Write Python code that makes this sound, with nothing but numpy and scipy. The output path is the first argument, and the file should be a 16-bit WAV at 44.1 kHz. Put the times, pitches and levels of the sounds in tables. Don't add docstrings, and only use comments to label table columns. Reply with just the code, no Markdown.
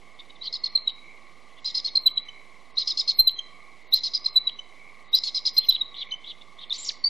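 import sys
import numpy as np
from scipy import signal
from scipy.fft import rfft, irfft
from scipy.io import wavfile
from scipy.ndimage import uniform_filter1d

SR = 44100
rng = np.random.default_rng(int(sys.argv[2]) if len(sys.argv) > 2 else 0)


def waveform_to_disk(signal):
    frames = np.transpose(np.atleast_2d(signal))
    scaled = np.clip(frames, -1, 1) * 32767
    samples = np.round(scaled).astype(np.int16)
    wavfile.write(sys.argv[1], SR, samples)


def gain_from_db(level_db):
    decades = np.asarray(level_db, float) / 20
    return 10 ** decades


N = 312669
TIME = np.arange(N) / SR

# high trill [level/dB], low trill [level/dB]
CHORUS_DB = (-57.5, -59.5)
# first swell [t/s], spacing [t/s], width [t/s], [level/dB]
NEAR_CALLERS = (1.12, 1.245, .16, -52)
# [f/Hz], [level/dB per Hz]
AIR_SPECTRUM = [(70, -17), (150, -1), (800, 0), (1500, -13), (3000, -8), (6000, -16.5), (11500, -24.5),
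                (12500, -56)]
# first [t/s], spacing [t/s], top [f/Hz], fall [f/Hz], [level/dB]
CRICKET = (.145, .051, 4200, 400, -66)
# start [t/s], length [t/s], from [f/Hz], to [f/Hz], [level/dB]
SQUEALS = [
    (5.662, 0.0134, 3470, 6370, -48),
    (5.702, 0.0115, 5784, 4264, -35.5),
    (5.703, 0.0118, 3794, 3060, -33),
    (6.108, 0.0108, 3876, 4263, -38),
    (6.696, 0.006, 3960, 4400, -35.5),
    (6.757, 0.018, 5560, 6600, -47),
    (6.85, 0.007, 4050, 5500, -39),
    (6.861, 0.03, 7150, 6780, -45.5),
]
# [t/s], [f/Hz], [level/dB]
SCREAM_GLIDE = [
    (6.78, 7300, -46.5),
    (6.795, 7092, -41),
    (6.84, 7549, -43.5),
    (6.852, 6900, -39),
    (6.858, 5520, -43.5),
    (6.885, 5581, -35),
    (6.895, 3898, -19.5),
    (6.9, 3216, -40),
    (6.91, 1614, -45),
]
# [f/Hz], [level/dB]
THROAT_LEAK = [(2600, -56), (3250, -26), (4900, -36.5), (5900, -23.5), (6500, -42.5), (7050, -25),
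               (7600, -60), (10100, -45.5)]
# start [t/s], length [t/s], top pitch [f/Hz], [level/dB], beak [f/Hz]
MURMUR_NOTES = [(0.188, 0.0239, 1256, -39, 3730), (0.294, 0.0173, 789, -45, 3704),
                (0.352, .014, 742, -48.5, 3860), (0.426, 0.051, 547.4, -32.5, 4574),
                (.885, 0.0223, 804, -33, 3800), (1.487, 0.0309, 575, -60, 2900),
                (1.566, .034, 597, -51, 3300), (3.285, 0.01434, 835.8, -31.5, 3910),
                (4.485, .016, 831.3, -33.5, 3700), (5.598, .06, 886, -39, 3650),
                (5.707, .061, 791.2, -31.5, 3863), (5.941, .094, 509, -33, 3963),
                (6.238, 0.0864, 507, -36.5, 3848), (6.409, 0.0155, 733, -41.5, 3476),
                (6.583, 0.0652, 477.8, -39, 3892), (2.173, .014, 850.6, -33.5, 3284),
                (2.074, 0.016, 836.5, -33.5, 3645)]
# start [t/s], length [t/s], from [f/Hz], to [f/Hz], [level/dB]
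HOOK_NOTES = [
    (0.409, 0.0204, 3832, 4030, -33),
    (0.474, 0.0122, 4246, 3794, -27.5),
    (.533, 0.01245, 4150, 4442, -22.5),
    (0.657, 0.01215, 4409, 4085, -25),
    (2.769, 0.0201, 3778, 4325, -16.5),
    (3.923, .025, 3733, 4239, -11),
    (5.129, .027, 3721, 4153, -11.5),
    (6.704, 0.0173, 3672, 3472, -26),
    (6.721, .009, 3580, 4020, -16),
]
# start [t/s], length [t/s], top pitch [f/Hz], [level/dB], upper resonance [level/dB]
RASP_NOTES = [(0.524, 0.0493, 862, -30.5, 0), (0.637, 0.0434, 860.3, -32.5, -7),
              (1.643, 0.0773, 831.8, -28, -5), (1.743, 0.0638, 853.5, -24, 3),
              (1.843, 0.0537, 859, -27.5, -8.5), (1.951, 0.0352, 849.8, -31, -5.5),
              (2.783, 0.055, 844.5, -25.5, -7.5), (2.871, 0.0567, 863.8, -22.5, 3),
              (2.971, 0.05006, 862.4, -21, 1.5), (3.074, 0.0492, 851.6, -22.5, -2.5),
              (3.947, 0.0504, 841, -26.5, -4.5), (4.032, 0.0573, 856.4, -25, -2.5),
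              (4.134, .048, 839.5, -22.5, 8), (4.24, 0.054, 840, -32, 1), (5.148, 0.0458, 825.8, -22, 6.5),
              (5.234, 0.0674, 875.7, -26, -4), (5.343, .054, 850.5, -23.5, 2),
              (5.451, 0.0459, 847.1, -20.5, 0), (5.565, 0.0292, 840, -24, -5.5)]
# start [t/s], length [t/s], beak [f/Hz], [level/dB]
PIP_NOTES = [(.635, 0.0149, 4290, -18), (.75, 0.01867, 4193, -12.5), (.771, 0.0086, 4039, -16),
             (.872, 0.0132, 3915, -13.5), (1.855, 0.01463, 4308, -18.5), (1.951, 0.0137, 4215, -13),
             (1.966, 0.0184, 4170, -14), (2.057, 0.0284, 4013, -11.5), (2.171, 0.016, 3957, -15.5),
             (3.079, .011, 4159, -19), (3.088, 0.01626, 4289, -13.5), (3.186, 0.03005, 4150, -9.5),
             (3.268, .021, 4028, -10.5), (4.256, 0.01503, 4164, -14), (4.356, 0.03354, 4000, -12),
             (4.468, 0.0169, 3921, -15.5), (5.576, 0.02106, 4164, -10.5), (5.684, 0.021, 4028, -9.5),
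             (5.72, 0.0096, 3879, -17.5), (5.745, 0.014, 3912, -19.5), (5.808, 0.017, 3843, -17.5),
             (7.038, 0.0174, 4518, -16), (7.052, 0.0357, 4639, -20.5)]
# start [t/s], length [t/s], beak [f/Hz], [level/dB]
CLOSING_PIPS = [
    (2.282, 0.0166, 3049, -34.5),
    (3.385, 0.0154, 3189, -23.5),
    (4.586, 0.01726, 3036, -31.5),
    (6.114, 0.02226, 3060, -26.5),
    (6.134, 0.0146, 3050, -28.5),
]
# start [t/s], length [t/s], pitch [f/Hz], [level/dB], beak [f/Hz]
SCREECH_NOTES = [
    (6.725, 0.0495, 902.5, -35, 4420),
    (6.775, 0.1286, 800, -44.5, 4035),
    (6.845, 0.081, 807.2, -39.5, 5580),
]
# attack [t/s], release [t/s], ends [level/dB], fall while held [level/dB],
# beak width [f/Hz], hoarseness [0-1], leak [level/dB]
MURMUR_VOICING = (0.75, -2.33, -10.5, -4, 264, .5, -12.5)
HOOK_VOICING = (-4.74, -0.29, -14.5, 0, 129.5, 0.1373, -13)
RASP_VOICING = (-0.3, 0.34, -8.5, -2, 155.5, 0.31, 0.5)
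PIP_VOICING = (.007, .008, -19, -2, 105, .07, -19)
SCREECH_VOICING = (.004, .01, -8, -3, 600, .9, 6)
MURMUR_BEND = (.77, .62, .88, 1.4)
RASP_BEND = (.9, .3, .86, 2.6)
PIP_BEND = (.97, .4, .98, 2)
DC_OFFSET = np.array([[.0015], [.006]])

AIR_DB, SIDE_DB = -58, -23
SYRINX_HZ, BEAK_HZ = 825, 4150
UPPER_HZ, UPPER_WIDTH_HZ, UPPER_LIFT_DB = 4996.4, 170, 1
LOWER_HZ, LOWER_DB, OCTAVE_DB = 3300, -8, -19
FULL_ARCH_S, BEAK_FOLLOWS, HOOK_SWELL = .06, .65, .7
STUTTER_HZ, STUTTER_DB = 60.8, 15.5
TREES_T60_S, TREES_DB = 0.423, -14.5
CLIP_UP, CLIP_DOWN, SQUARE_LAW, THUMP_FROM = .308, .33, 0.064, 0.37


def level(x, db):
    return x * gain_from_db(db) / np.sqrt(np.mean(x ** 2))


def on_log(hz, table):
    f, db = np.transpose(table)
    return np.interp(np.log(np.maximum(hz, 1)), np.log(f), db)


def trill(hz, spread_hz, ring_s, rate_hz, count):
    out, t = 0, TIME[:2048]
    for pitch, pace, turn in rng.standard_normal((count, 3)):
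        clicks = np.zeros(N)
        jitter, strength = rng.standard_normal((1500, 2)).T
        at = np.cumsum((1 + .15 * jitter) / (rate_hz * (1 + .15 * pace)))
        at = at[at < TIME[-1]]
        clicks[(at * SR).astype(int)] = gain_from_db(3.0 * strength[:len(at)])
        swell = gain_from_db(7.0 * np.sin(2 * np.pi * (1.3 + .4 * pace) * TIME + 3 * turn))
        ring = t / ring_s * np.exp(-t / ring_s) * np.sin(2 * np.pi * (hz + spread_hz * pitch) * t)
        out = out + signal.oaconvolve(clicks * swell, ring)[:N]
    return level(out, 0)


def choruses():
    high_db, low_db = CHORUS_DB
    high = trill(2187.8, 110., 0.003, 62., count=16) * gain_from_db(high_db)
    low = trill(1123.0, 46.0, 0.0044, 45., count=12) * gain_from_db(low_db)
    return high + low


def air():
    spectrum = gain_from_db(on_log(np.fft.rfftfreq(N, 1 / SR), AIR_SPECTRUM))
    noise = irfft(rfft(rng.standard_normal((2, N))) * spectrum, N)
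    mid, side = level(noise, AIR_DB)
    return mid + gain_from_db(SIDE_DB) * side * np.array([[1], [-1]])


def span(table):
    s, *columns = np.transpose(table)
    i = np.arange(int(s[0] * SR), min(int(s[-1] * SR), N))
    fade = np.clip(np.minimum(i - i[0], i[-1] - i) / (.003 * SR), 0, 1)
    return i, fade, [np.interp(TIME[i], s, c) for c in columns]


def flutter(rows, cols, hz):
    z = rng.standard_normal((rows, cols + 600, 2)) @ np.array([1, 1j])
    z = signal.lfilter(*signal.butter(3, hz, fs=SR), z)[:, -cols:]
    return z / np.sqrt(4.4 * hz / SR)


def cricket_chirps():
    first_s, gap_s, hz, fall_hz, db = CRICKET
    return [[(t, hz, db - 4), (t + .01, hz - fall_hz / 3, db), (t + .022, hz - fall_hz, db - 4)]
            for t in first_s + gap_s * np.arange(134)]


def glides():
    squeals = [[(t, from_hz, db), (t + length_s, to_hz, db)] for t, length_s, from_hz, to_hz, db in SQUEALS]
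    out = np.zeros(N)
    for table in cricket_chirps() + squeals + [SCREAM_GLIDE]:
        i, fade, (hz, db) = span(table)
        shake = 1 + 0.78 * flutter(1, len(i), 430.0)[0]
        tone = np.exp(2j * np.pi * np.cumsum(hz) / SR)
        out[i] += np.sqrt(2) * fade * gain_from_db(db) * (shake * tone).imag
    return out


def note_shape(start_s, length_s, db, voice, arch):
    attack_s, release_s, ends_db, fall_db = voice[:4]
    u = np.linspace(0, 1, 25)
    attack, release = min(attack_s / length_s, .7), min(release_s / length_s, .3)
    dbs = db + np.interp(u, [0, attack, 1 - release, 1], [ends_db, 0, fall_db, ends_db])
    start, top, end, flat = arch
    rise = (1 - start) * np.abs(1 - u / top) ** flat
    fall = (1 - end) * np.abs((u - top) / (1 - top)) ** flat
    return start_s + length_s * u, dbs, 1 - np.where(u < top, rise, fall)


def murmurs():
    for s, length_s, hz, db, beak_hz in MURMUR_NOTES:
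        t, dbs, bend = note_shape(s, length_s, db, MURMUR_VOICING, MURMUR_BEND)
        bend = bend ** min(length_s / FULL_ARCH_S, 1)
        curves = np.c_[t, hz * bend, dbs, beak_hz * bend ** BEAK_FOLLOWS]
        yield (curves, LOWER_HZ, LOWER_DB, *MURMUR_VOICING[4:])


def hooks():
    for s, length_s, from_hz, to_hz, db in HOOK_NOTES:
        attack_s = HOOK_SWELL * length_s if to_hz > from_hz else HOOK_VOICING[0]
        t, dbs, _ = note_shape(s, length_s, db, (attack_s, *HOOK_VOICING[1:]), PIP_BEND)
        hz = np.linspace(from_hz, to_hz, len(t))
        curves = np.c_[t, hz / round(hz.mean() / SYRINX_HZ), dbs, hz]
        yield (curves, UPPER_HZ, -30, *HOOK_VOICING[4:])


def rasps():
    for s, length_s, hz, db, upper_db in RASP_NOTES:
        t, dbs, bend = note_shape(s, length_s, db, RASP_VOICING, RASP_BEND)
        curves = np.c_[t, hz * bend, dbs, BEAK_HZ + 0 * t]
        yield (curves, UPPER_HZ, upper_db + UPPER_LIFT_DB, *RASP_VOICING[4:])


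def pips():
    for rows, octave_db in ((PIP_NOTES, -46), (CLOSING_PIPS, OCTAVE_DB)):
        for s, length_s, hz, db in rows:
            t, dbs, bend = note_shape(s, length_s, db, PIP_VOICING, PIP_BEND)
            curves = np.c_[t, hz * bend / round(hz / SYRINX_HZ), dbs, hz * bend]
            yield (curves, 2 * hz, octave_db, *PIP_VOICING[4:])


def screeches():
    for s, length_s, hz, db, beak_hz in SCREECH_NOTES:
        t, dbs, bend = note_shape(s, length_s, db, SCREECH_VOICING, PIP_BEND)
        curves = np.c_[t, hz * bend, dbs, beak_hz * bend]
        yield (curves, UPPER_HZ, -30, *SCREECH_VOICING[4:])


def chitter():
    out, k = np.zeros(N), np.arange(3, 13)[:, None]
    notes = [*murmurs(), *hooks(), *rasps(), *pips(), *screeches()]
    for table, upper_hz, upper_db, width_hz, hoarse, leak_db in notes:
        i, fade, (hz, db, beak_hz) = span(table)
        rasp = min(10 * hoarse ** 2, 1)
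        sag_depth = .12 * rasp * min(len(i) / SR / FULL_ARCH_S, 1)
        sag = 1 - sag_depth * np.exp((i - i[-1]) / (.011 * SR))
        hz, beak_hz = hz * sag, beak_hz * sag

        beak = 1 / (1 + ((k * hz - beak_hz) / (1.967 * width_hz)) ** 2) ** 1.958
        upper = gain_from_db(upper_db) / (1 + ((k * hz - upper_hz) / UPPER_WIDTH_HZ) ** 2) ** 1.57
        leak = gain_from_db(leak_db + on_log(k * hz, THROAT_LEAK))
        gain = beak + upper + leak
        breathy = rasp * leak / gain
        gain = gain / np.sqrt(np.sum(gain ** 2, axis=0).mean() / 2)

        hoarse = np.clip(hoarse - .08, 0, 1)
        size = len(k), len(i)
        shake = np.sqrt(1 - hoarse) + np.sqrt(hoarse) * flutter(*size, 0.3426 * hz.mean())
        shake = shake + (.5 * hoarse + breathy) * flutter(*size, .8 * hz.mean())
        shake = shake * gain_from_db(min(hoarse, .2) * STUTTER_DB * flutter(*size, STUTTER_HZ).real)
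        shake = shake / np.sqrt(np.sum(np.abs(gain * shake) ** 2) / np.sum(gain ** 2))

        tone = np.exp(1j * k * 2 * np.pi * np.cumsum(hz) / SR + 1j * k ** 2)
        db = db + 1.6 * np.clip(db + 12.5, 0, 2)
        out[i] += fade * gain_from_db(db) * np.sum(gain * (shake * tone).imag, axis=0)
    return out


def trees(x):
    t = TIME[:SR]
    sparse = rng.random(SR) < np.clip(t * .6, 0, 1)
    echo = rng.standard_normal(SR) * sparse / np.sqrt(t + 0.0046) * gain_from_db(-60 * t / TREES_T60_S)
    return signal.fftconvolve(x, echo / np.sqrt(np.sum(echo ** 2)))[:N] * gain_from_db(TREES_DB)


def near_callers():
    first_s, gap_s, width_s, db = NEAR_CALLERS
    from_peak_s = (TIME - first_s + gap_s / 2) % gap_s - gap_s / 2
    swell = np.exp(-(from_peak_s / width_s) ** 2) * (TIME > first_s - gap_s / 2)
    return trill(2145.0, 80.0, 0.002, 60., count=8) * swell * gain_from_db(db)


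def scene():
    birds = glides() + chitter()
    return choruses() + air() + birds + trees(birds) + near_callers()


def overload(dry):
    x = signal.resample_poly(dry + SQUARE_LAW * dry ** 2, 4, 1, axis=1)
    x = signal.resample_poly(np.clip(x, -CLIP_DOWN, CLIP_UP), 1, 4, axis=1)
    excess = np.maximum(np.abs(dry) - THUMP_FROM, 0)
    x = x - 1.4 * signal.lfilter(*signal.butter(1, 6., fs=SR), excess)
    x = signal.lfilter(*signal.butter(1, 16., "high", fs=SR), x)
    return signal.sosfiltfilt(signal.ellip(6, .1, 40, 13400, fs=SR, output="sos"), x)


def coarse_bands(x):
    f, t, z = signal.stft(x, SR, nperseg=4096)
    power = uniform_filter1d(np.abs(z) ** 2, size=15, axis=1)
    mask = uniform_filter1d(power.max(axis=1, keepdims=True), size=3, axis=2) * gain_from_db(-87.0)
    chance_db = 16.0 * rng.standard_normal((129, z.shape[2]))
    mask = mask * gain_from_db(np.repeat(chance_db, repeats=16, axis=0)[:len(f)])
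    grain = rng.standard_normal(z.shape[1:]) * np.exp(2j * np.pi * rng.random(z.shape[1:]))
    grain = grain + gain_from_db(-16.5) * rng.standard_normal(z.shape)
    grain_db = on_log(f, [(2500, -42), (3300, -13.5), (4100, -27.5), (5000, -22.5), (5600, -9), (12000, -17)])
    z = z + grain * np.sqrt(np.abs(power)) * gain_from_db(grain_db)[:, None]
    keep = (power > mask) | (f < 4700)[:, None]
    return signal.istft(z * keep, SR, nperseg=4096)[1][:, :N]


def top_cut(x):
    return signal.sosfilt(signal.butter(12, 14050, fs=SR, output="sos"), x)


def record(dry):
    x = coarse_bands(overload(dry))
    mix = x * gain_from_db(np.array([[-.1], [.1]])) + DC_OFFSET
    return top_cut(mix)


dry = scene()
out = record(dry)
waveform_to_disk(out)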